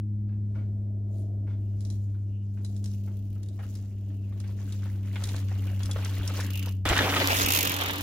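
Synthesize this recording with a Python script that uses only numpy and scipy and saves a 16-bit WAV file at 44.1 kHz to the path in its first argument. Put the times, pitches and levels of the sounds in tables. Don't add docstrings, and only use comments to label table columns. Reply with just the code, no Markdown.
import sys
import numpy as np
from scipy import signal
from scipy.fft import rfft, irfft, next_fast_len
from scipy.io import wavfile
from scipy.ndimage import uniform_filter1d, map_coordinates

SR = 44100
rng = np.random.default_rng(int(sys.argv[2]) if len(sys.argv) > 2 else 0)


def bounce(signal):
    frames = np.transpose(np.atleast_2d(signal))
    limited = np.clip(frames, -1, 1)
    pcm = np.round(limited * 32767).astype(np.int16)
    wavfile.write(sys.argv[1], SR, pcm)


N = 353726
TIME = np.arange(N) / SR


def undb(db):
    return 10 ** (np.asarray(db) / 20)


def curve(rows, axis=1):
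    rows = np.asarray(rows)
    return np.interp(TIME, rows[:, 0], rows[:, axis])


def swell(s, half_s):
    return np.exp(-((TIME - s) / half_s) ** 2)


def noise():
    return rng.standard_normal((2, N))


def walk(rate):
    k = max(int(SR / rate), 2)
    held = np.repeat(rng.standard_normal(N // k + 1), k)
    smooth = uniform_filter1d(uniform_filter1d(held, k), k)[:N]
    return smooth / smooth.std()


def response(points, size):
    hz, db = np.transpose(points)
    bins_hz = np.arange(size // 2 + 1) * SR / size
    return undb(np.interp(np.log(bins_hz + 1), np.log(hz), db))


def colour(x, points):
    size = next_fast_len(N + SR // 2, real=True) // 2 * 2
    gain = response(points, size)
    cepstrum = irfft(np.log(gain / np.sqrt(np.mean(gain ** 2))))
    cepstrum[1:size // 2] *= 2
    cepstrum[size // 2 + 1:] = 0
    return irfft(rfft(x, size) * np.exp(rfft(cepstrum)), size)[..., :N]


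# frequency in Hz, side level against the middle in dB.
STEREO_WIDTH = [(300, -13), (1000, -7.5), (2800, -5), (6000, -0.5)]


def ports(pair, points):
    mid, side = colour(pair, points)
    size = next_fast_len(2 * (N // 2 + 1), real=True) * 2
    side = irfft(rfft(side, size) * response(STEREO_WIDTH, size), size)[:N]
    return np.array([mid + side, mid - side])


def grains(per_s, spread_db):
    size = undb(spread_db * np.minimum(rng.exponential(size=N), 4))
    cracks = (rng.random(N) < per_s / SR) * size
    power = signal.lfilter([1], [1, -.8], cracks ** 2)
    x = noise() * np.sqrt(power + 1e-18)
    return x / x.std()


def blows(times, peaks_db, decays_s, rise_s):
    power, t = np.zeros(N + SR), np.arange(SR // 4) / SR
    for s, db, decay, rise in np.broadcast(times, peaks_db, decays_s, rise_s):
        shape = (1 - np.exp(-t / rise)) * np.exp(-t / decay)
        start = int(np.clip(s * SR, 0, N))
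        power[start:start + len(t)] += (undb(db) * shape / shape.max()) ** 2
    return np.sqrt(power[:N])


def pings(times, peaks_db, hz, decays_s):
    out, t = np.zeros(N + SR), np.arange(SR // 12) / SR
    phases = rng.uniform(0, 2 * np.pi, N)
    for (s, db, f, decay), phase in zip(np.broadcast(times, peaks_db, hz, decays_s), phases):
        start = int(np.clip(s * SR, 0, N))
        age = t[t < np.log(1000) * decay]
        fade = np.exp(-age / decay) * (1 - np.exp(-2 * f * age))
        out[start:start + len(age)] += undb(db) * np.sin(2 * np.pi * f * age + phase) * fade
    return out[:N]


def resonance(x, hz, width_hz):
    b, a = signal.iirpeak(hz, hz / (2 * width_hz), fs=SR)
    ring = signal.lfilter(b, a, signal.lfilter(b, a, x))
    return ring / ring.std()


# frequency in Hz, relative level per Hz in dB.
AIR_COLOUR = [(20, -26.5), (62, 10), (130, -1), (300, -3.5), (700, -35), (1500, -41), (7000, -49.5),
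              (16000, -58.5)]


def bush_air(air_db=-48):
    return ports(noise(), AIR_COLOUR) * undb(air_db + walk(7.4))


# time in seconds, level in dB before random swells.
RUSH_LEVEL = [(0, -62.5), (1.35, -50.5), (2.2, -61.5), (2.8, -55.5), (4.2, -60)]
# frequency in Hz, relative level per Hz in dB.
RUSH_COLOUR = [(100, -20), (300, 3.5), (430, -3.5), (500, -12.5), (640, -7), (850, -27), (2000, -54.5)]


def engine_rush(swell_db=1.5, upper_hz=520, brighten=0.43):
    level_db = curve(RUSH_LEVEL) + swell_db * walk(9.2)
    rush = ports(noise(), RUSH_COLOUR)
    low = signal.sosfiltfilt(signal.butter(4, upper_hz, fs=SR, output="sos"), rush)
    rush = low + (rush - low) * undb(brighten * (level_db - level_db.mean()))
    return rush * undb(level_db)


# time in seconds, pitch in Hz.
DRONE_PITCH = [(0, 103.5), (1.3, 101), (3, 99.7), (4.5, 99.32), (6, 96.78), (8, 93.78)]
# time in seconds, level in dB before wavering and overtone levels.
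DRONE_LEVEL = [(0.1, -30), (2.12, -29.5), (2.36, -31.5), (2.9, -30.5), (3.79, -34), (5.64, -27),
               (6.8, -28.5), (7.3, -31), (8.02, -36.5)]
# multiple of the pitch, level in dB at the start, level in dB at the end.
DRONE_OVERTONES = [(1, 0.5, -1.5), (2, -12, -20), (3, -32, -35.5)]


def drone(overtone_waver_db=2.1):
    phase = 2 * np.pi * np.cumsum(curve(DRONE_PITCH)) / SR
    tone = 0
    for multiple, first_db, last_db in DRONE_OVERTONES:
        waver_db = overtone_waver_db * (multiple - 1) * walk(4.4)
        db = np.linspace(first_db, last_db, N) + waver_db
        tone = tone + undb(db) * np.cos(multiple * phase)
    tone = np.sqrt(2) * tone * undb(curve(DRONE_LEVEL) + .4 * walk(12))
    return tone * undb(np.array([[.5], [-.5]]))


# lift-off in s, touchdown in s, change of level in dB
HOP, JUMP = (4.88, 5.03, -7), (6.69, 6.853, -36.5)
SPEED_M_S, CLOSEST_M, PASSES_S, SCRUB_DB_PER_M = 4.226, 1.436, 7.47, 1.13


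def bush(x, far_wet_db=-4.0, near_wet_db=-16, t60_s=0.28):
    t = np.arange(SR // 2) / SR
    tail = rng.standard_normal((2, len(t))) * undb(-60 * t / t60_s) * (1 - np.exp(-t / 0.0022))
    tail /= np.sqrt(np.sum(tail ** 2, axis=1, keepdims=True))
    wet = undb(np.interp(TIME, [2, JUMP[1]], [far_wet_db, near_wet_db]))
    return signal.fftconvolve(x * wet, tail, axes=1)[:, :N]


def distance_db():
    metres = np.hypot(SPEED_M_S * (TIME - PASSES_S), CLOSEST_M)
    return -20 * np.log10(metres / CLOSEST_M) - SCRUB_DB_PER_M * (metres - CLOSEST_M)


def airborne_db(unload_s=0.14, contact_s=0.0027):
    total_db = 0
    for lift, down, db in (HOP, JUMP):
        leaving = np.clip((TIME - lift) / unload_s, 0, 1)
        still_up = np.clip((down - TIME) / contact_s, 0, 1)
        total_db = total_db + db * leaving * still_up
    return total_db


# time in seconds, level in dB before chatter, half length in seconds, resonance in Hz.
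DISC_RUBS = [(1.19, -70, 0.033, 9400), (1.67, -76, 0.065, 2840), (2.364, -74.5, 0.084, 2820),
             (4.232, -68, 0.042, 2720), (6.575, -45.5, 0.049, 2710)]


def brake_disc(ring_hz=2830, sharpness=13, chatter_db=3, drag_db=-43):
    drag = undb(drag_db + distance_db() + airborne_db())
    sing = resonance(noise(), ring_hz, ring_hz / sharpness) * drag
    friction = noise()
    for s, db, half_s, hz in DISC_RUBS:
        sing = sing + resonance(friction, hz, hz / sharpness) * undb(db) * swell(s, half_s)
    return sing * undb(chatter_db * walk(60))


# time in seconds, ticks per second.
TICK_RATE = [(4.3, 38), (6.25, 75), (6.45, 35.3), (6.7, 39), (7.0, 127.9), (7.38, 108), (7.44, 24.3),
             (7.56, 85.7), (7.6, 47.8), (7.72, 43.2), (8.02, 39.3)]
# time in seconds, peak in dB before the common trim.
UNEVEN_TICKS = [(6.446, -39), (6.464, -36.5), (6.504, -34.5), (6.533, -36.5), (6.555, -34), (6.574, -34),
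                (6.593, -33.5), (6.627, -34.5), (6.659, -35), (6.69, -39.5)]
HUB_RINGS_HZ = [2460, 2590, 2850]
# frequency in Hz, relative level per Hz in dB.
PAWL_COLOUR = [(1200, -31.5), (2200, 0.5), (2800, 5.5), (4200, 0.5), (5600, 0), (7000, 0.5), (8300, -8),
               (10000, 0.5), (11300, -5), (13300, 5), (14400, 2.5), (15400, -0.5), (16500, -19)]


def freehub(hub_db=-28.5, tick_s=0.0052, starts_s=2.6, facing_db=8, facing_at_s=7.56, facing_s=0.15,
            hidden_db=-6, clearing_db=15.5, jolt_s=0.0029, jolt_db=3, uneven_trim_db=-5.0,
            ring_db=-13, ring_s=0.012, ring_scatter=.03, ring_fall=0.068, hurry_db_per_octave=0.5):
    rate = curve(TICK_RATE)
    teeth = np.cumsum(rate) / SR
    teeth -= np.interp(7.5205, TIME, teeth)
    drops = np.flatnonzero((np.diff(np.floor(teeth)) > 0) & (TIME[1:] > starts_s))
    on_rocks = TIME < JUMP[1]
    exposed_db = facing_db * swell(facing_at_s, facing_s) + np.interp(TIME, [7.25, 7.42], [hidden_db, 0])
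    exposed_db = exposed_db + clearing_db * swell(3.01, 0.36)
    exposed_db = exposed_db - hurry_db_per_octave * np.log2(rate / rate[-1])
    late, strength = noise()
    jolts_db = (.5 + jolt_db * on_rocks) * strength
    db = (hub_db + distance_db() + airborne_db() + exposed_db + jolts_db)[drops]
    s = (TIME + jolt_s * on_rocks * late)[drops]
    uneven_s, uneven_db = np.transpose(UNEVEN_TICKS)
    regular = (s < uneven_s[0]) | (s > uneven_s[-1])
    s, db = np.r_[uneven_s, s[regular]], np.r_[uneven_db + uneven_trim_db, db[regular]]
    scatter = ring_scatter * rng.standard_normal(len(s))
    shift = 1 + scatter - ring_fall * np.tanh((s - facing_at_s) / facing_s)
    shell = pings(s[:, None], db[:, None] + ring_db, np.outer(shift, HUB_RINGS_HZ), ring_s)
    return ports(noise() * blows(s, db, tick_s, rise_s=0.00025), PAWL_COLOUR) + shell


# time in seconds, peak in dB before the slap and ring trims, strongest ring in Hz.
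CHAIN_SLAPS = [(1.806, -44.5, 7590), (1.85, -43.5, 5900), (1.901, -40.5, 6000), (2.647, -38, 3980),
               (2.764, -45.5, 7250), (2.841, -39, 7200), (2.858, -38, 5560), (3.431, -44, 3650),
               (3.486, -48, 3800), (3.753, -41.5, 5000), (4.401, -41, 5630), (4.723, -39, 3650),
               (5.238, -26, 3600), (5.289, -34, 4000), (5.363, -35.5, 3980), (5.832, -33.5, 3375),
               (5.857, -33.5, 5150), (5.912, -28.5, 3360), (6.047, -31, 5830), (6.276, -28.5, 5500),
               (6.405, -29.5, 5190), (6.889, -20, 7590), (6.978, -23.5, 3650)]
FRAME_RINGS_HZ = [3370, 3710, 4005, 5180, 5500, 5930, 6700, 7500]
# frequency in Hz, relative level per Hz in dB.
CHAIN_COLOUR = [(500, -2), (2000, -2), (2800, -3.5), (3800, 7), (6800, 5), (8500, 1.5), (10000, 3.5),
                (16000, -22)]


def chain_slaps(slap_db=-7.5, decay_s=0.0041, ring_db=-8, ring_s=0.0072, focus_db_per_octave=70,
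                link_s=.028, link_db=-12):
    s, db, hz = np.transpose(CHAIN_SLAPS)
    link_times = s + link_s * rng.exponential(size=(2, len(s)))
    s = np.r_[s, link_times.ravel()]
    db = np.r_[db, np.tile(db + link_db, 2)]
    hz = np.tile(hz, 3)
    chain = ports(noise() * blows(s, db + slap_db, decay_s, rise_s=0.00056), CHAIN_COLOUR)
    for mode_hz in FRAME_RINGS_HZ:
        off_db = np.minimum(focus_db_per_octave * abs(np.log2(mode_hz / hz)), 17)
        chain = chain + pings(s, db + ring_db - off_db, mode_hz, ring_s)
    return chain


# time in seconds, peak in dB before the trim.
PEBBLES = [(7.2737, -11)]
# frequency in Hz, relative level per Hz in dB.
SAND_COLOUR = [(1500, -6), (3500, 3.5), (6800, 7), (8400, -1), (13700, -0.5), (16000, -4)]


def pebbles(pebble_db=-1, decay_s=0.00025):
    s, db = np.transpose(PEBBLES)
    return ports(noise() * blows(s, db + pebble_db, decay_s, rise_s=.0001), SAND_COLOUR)


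# time in seconds, peak of the envelope in dB.
THUDS = [(5.24, -32), (5.345, -33), (5.846, -30), (5.959, -29), (6.199, -29), (6.856, -26), (6.905, -17),
         (6.988, -30), (7.29, -32), (7.44, -28)]


def thuds(thud_hz=62, swell_s=0.0062):
    out = 0
    for s, db in THUDS:
        t = np.maximum(TIME - s, 0)
        envelope = t / swell_s * np.exp(1 - t / swell_s)
        out = out + undb(db) * np.sin(2 * np.pi * thud_hz * t) * envelope
    return out


# time in seconds, peak in dB before the trims, pitch of the stone in Hz.
KNOCKS = [(0.28, -55, 1644), (0.544, -45, 1413), (1.466, -48, 1400), (1.49, -51.5, 2180),
          (2.138, -56, 1490), (2.566, -51, 1564), (3.071, -45, 840), (3.355, -54, 1296), (3.588, -36, 795),
          (3.626, -45, 1820), (4.1, -53, 1800), (4.321, -46, 1150), (4.437, -42.5, 2192), (4.856, -38, 935),
          (5.157, -28, 2170), (5.22, -33.5, 710), (5.288, -37, 2570), (5.342, -32.5, 417),
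          (5.513, -32, 570), (5.671, -36.5, 1490), (5.893, -31.5, 790), (5.96, -26, 640),
          (5.986, -30.5, 700), (6.056, -29.5, 2010), (6.298, -32, 1290), (6.854, -18, 794),
          (6.895, -15, 2050), (6.909, -12.5, 656), (6.969, -16, 1900), (7.005, -12, 894),
          (7.127, -19.5, 1240), (7.211, -15, 553), (7.297, -15, 890), (7.634, -20.5, 480)]
# multiple of its pitch, relative level in dB.
STONE_RINGS = [(1, -2.5), (1.6, -8.5)]
# frequency in Hz, relative level per Hz in dB.
ROCK_COLOUR = [(80, -24), (300, 9.5), (800, 3), (1100, -0.5), (1600, 0.5), (3500, -14), (15000, -41.5)]
# frequency in Hz, relative level per Hz in dB.
GRIT_AHEAD_COLOUR = [(150, -11.5), (450, -1.5), (750, -3), (1400, -0.5), (2100, -1.2), (3400, -4),
                     (7000, -23), (15000, -26)]


def knocks(knock_db=-10.5, clear_s=5, far_decay_s=0.025, near_decay_s=0.012, far_rise_s=0.024,
           near_rise_s=.001, rebound_s=.035, far_rebound_db=-3, near_rebound_db=-15, ring_db=-7,
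           far_ring_db=2, far_ring_s=0.014, near_ring_s=.005, dull_hz=900, bright_hz=2400):
    s, db, hz = np.transpose(KNOCKS)
    rebound_db = np.interp(s, [0, clear_s], [far_rebound_db, near_rebound_db])
    s, db, hz = np.r_[s, s + rebound_s], np.r_[db, db + rebound_db], np.r_[hz, hz]

    def blur(far, near):
        return np.interp(s, [0, clear_s], [far, near])

    decay_s, rise_s = blur(far_decay_s, near_decay_s), blur(far_rise_s, near_rise_s)
    bright = np.interp(hz, [dull_hz, bright_hz], [0, 1]) * blur(0, 1)
    out = 0
    for ratio, mode_db in STONE_RINGS:
        peak_db = db + ring_db + mode_db + blur(far_ring_db, 0)
        out = out + pings(s + rise_s / 2, peak_db, hz * ratio, blur(far_ring_s, near_ring_s))
    for share, spectrum in ((1 - bright, ROCK_COLOUR), (bright, GRIT_AHEAD_COLOUR)):
        push = blows(s, db + knock_db + 10 * np.log10(share + 1e-18), decay_s, rise_s)
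        out = out + ports(grains(per_s=5000, spread_db=0) * push, spectrum)
    return out


def gravel(per_s, spread_db=3, low_hz=380, high_hz=5600, cycles=2.2, tilt_db_per_octave=2.0):
    hit = np.flatnonzero(rng.random(N) < per_s / SR)
    octaves = rng.random(len(hit)) * np.log2(high_hz / low_hz)
    size = np.minimum(rng.exponential(size=len(hit)), 3)
    hz = low_hz * 2 ** octaves
    x = pings(TIME[hit], spread_db * size + tilt_db_per_octave * octaves, hz, cycles / hz)
    return x / x.std()


# time in seconds, half length in seconds, extra grinding in dB, extra sand hiss in dB.
PATCHES = [(1.179, 0.1, 5, 25.5), (1.87, 0.3, 11, 19), (2.849, 0.4, 0, 17), (3.702, 0.17, 12.5, 16.5),
           (4.674, 0.23, 1, 11), (5.287, 0.19, 6, 12.5), (6.37, 0.095, 4, 7.5), (7.401, 0.065, 2.5, 7.5),
           (7.885, 0.099, 5.5, -6)]
# frequency in Hz, relative level per Hz in dB.
GRIT_BESIDE_COLOUR = [(150, -22), (450, 0.5), (900, 2.5), (1400, -0.5), (2300, -0.5), (3000, -0.5),
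                      (3800, -3.5), (4800, -14.5), (15000, -45)]
# frequency in Hz, relative level per Hz in dB.
CASING_COLOUR = [(55, -13.5), (110, -4.5), (255, -3.5), (284, 9), (315, -5.5), (420, -10), (1500, -37)]
GRIND_DB, SAND_DB = -32.5, -41
CREST_S, CREST_DB = 4.36, -9
LANDING_GRIND_DB, LANDING_SAND_DB, LANDING_S = 11, 1.5, 0.46
FRONT_LIFTS_S, ONE_WHEEL_DB = 6.46, -8


def tyres(patchy_db=2.0, lull_db=3.5, turn_s=0.13, casing_db=-21.0, casing_slope=0.51, crush_db=-1.0,
          stones_per_s=90, stone_db=-3, gravel_per_s=1200, gravel_db=-5):
    landed = TIME > JUMP[1]
    load = landed * swell(JUMP[1], LANDING_S)
    beside = (1 + np.tanh((TIME - PASSES_S) / turn_s)) / 2
    ahead = 1 - beside
    lulls = lull_db * np.minimum(walk(35), 0) * ahead
    one_wheel = ONE_WHEEL_DB * (TIME > FRONT_LIFTS_S) * ~landed
    roll_db = distance_db() + airborne_db() + lulls + one_wheel
    grind_db = GRIND_DB + LANDING_GRIND_DB * load + CREST_DB * (TIME < CREST_S)
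    sand_db = SAND_DB + LANDING_SAND_DB * load
    for s, half_s, more_grind_db, more_sand_db in PATCHES:
        grind_db = grind_db + more_grind_db * swell(s, half_s)
        sand_db = sand_db + more_sand_db * swell(s, half_s)
    grind, spray = undb(roll_db + grind_db), undb(roll_db + sand_db)
    lone_stones = gravel(stones_per_s) * undb(stone_db)
    gravel_bed = gravel(gravel_per_s) * undb(gravel_db)
    stones = np.where(landed, gravel_bed, lone_stones) * grind * ahead
    crush = grains(per_s=3000, spread_db=0) * undb(patchy_db * walk(170)) * grind
    grit_ahead = ports(crush * ahead * undb(crush_db), GRIT_AHEAD_COLOUR)
    grit_beside = ports(crush * beside, GRIT_BESIDE_COLOUR)
    sand = ports(grains(per_s=5100, spread_db=5.5) * spray, SAND_COLOUR)
    casing = ports(noise() * grind ** casing_slope * undb(casing_db), CASING_COLOUR)
    return grit_ahead + stones + grit_beside + sand + casing


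def mottle(x, depth_db, per_s, count=15):
    size = next_fast_len(N + SR // 8, real=True)
    spectrum = rfft(x, size)
    bins_hz = np.fft.rfftfreq(size, 1 / SR)
    place = np.interp(np.log(bins_hz + 1), np.log([300, 9000]), [0, count - 1])
    out = 0
    for k in range(count):
        gain = undb(depth_db * walk(per_s))
        band = irfft(spectrum * np.maximum(1 - abs(place - k), 0), size)[:, :N]
        out = out + band * gain / np.sqrt(np.mean(gain ** 2))
    return out


# time in seconds, delay of the left port in milliseconds.
PORT_LAG = [(6.3, -0.041), (6.85, 0.047), (7.17, 0.081), (7.32, 0.33), (7.62, 0.347), (8.0, 0.2)]


def passing(x, shadow_db=5.5, shadow_hz=5000, widest_s=7.62, sweep_s=0.33):
    bearing = 1 / (1 + ((TIME - widest_s) / sweep_s) ** 2)
    low = signal.sosfilt(signal.butter(1, shadow_hz, fs=SR, output="sos"), x)
    treble_db = shadow_db * bearing * np.array([[-.5], [.5]])
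    left, right = low + (x - low) * undb(treble_db)
    heard_s = TIME - curve(PORT_LAG) / 1000
    return np.array([map_coordinates(left, [heard_s * SR], order=3), right])


def scene():
    ground = mottle(tyres() + knocks(), depth_db=2.2, per_s=65)
    bike = ground + chain_slaps() + pebbles() + freehub() + brake_disc()
    distant = drone() + engine_rush() + bush_air()
    return passing(bike) + bush(bike) + thuds() + distant


def record(dry):
    return signal.sosfilt(signal.ellip(10, .2, 80, 16000, fs=SR, output="sos"), dry)


dry = scene()
out = record(dry)
bounce(out)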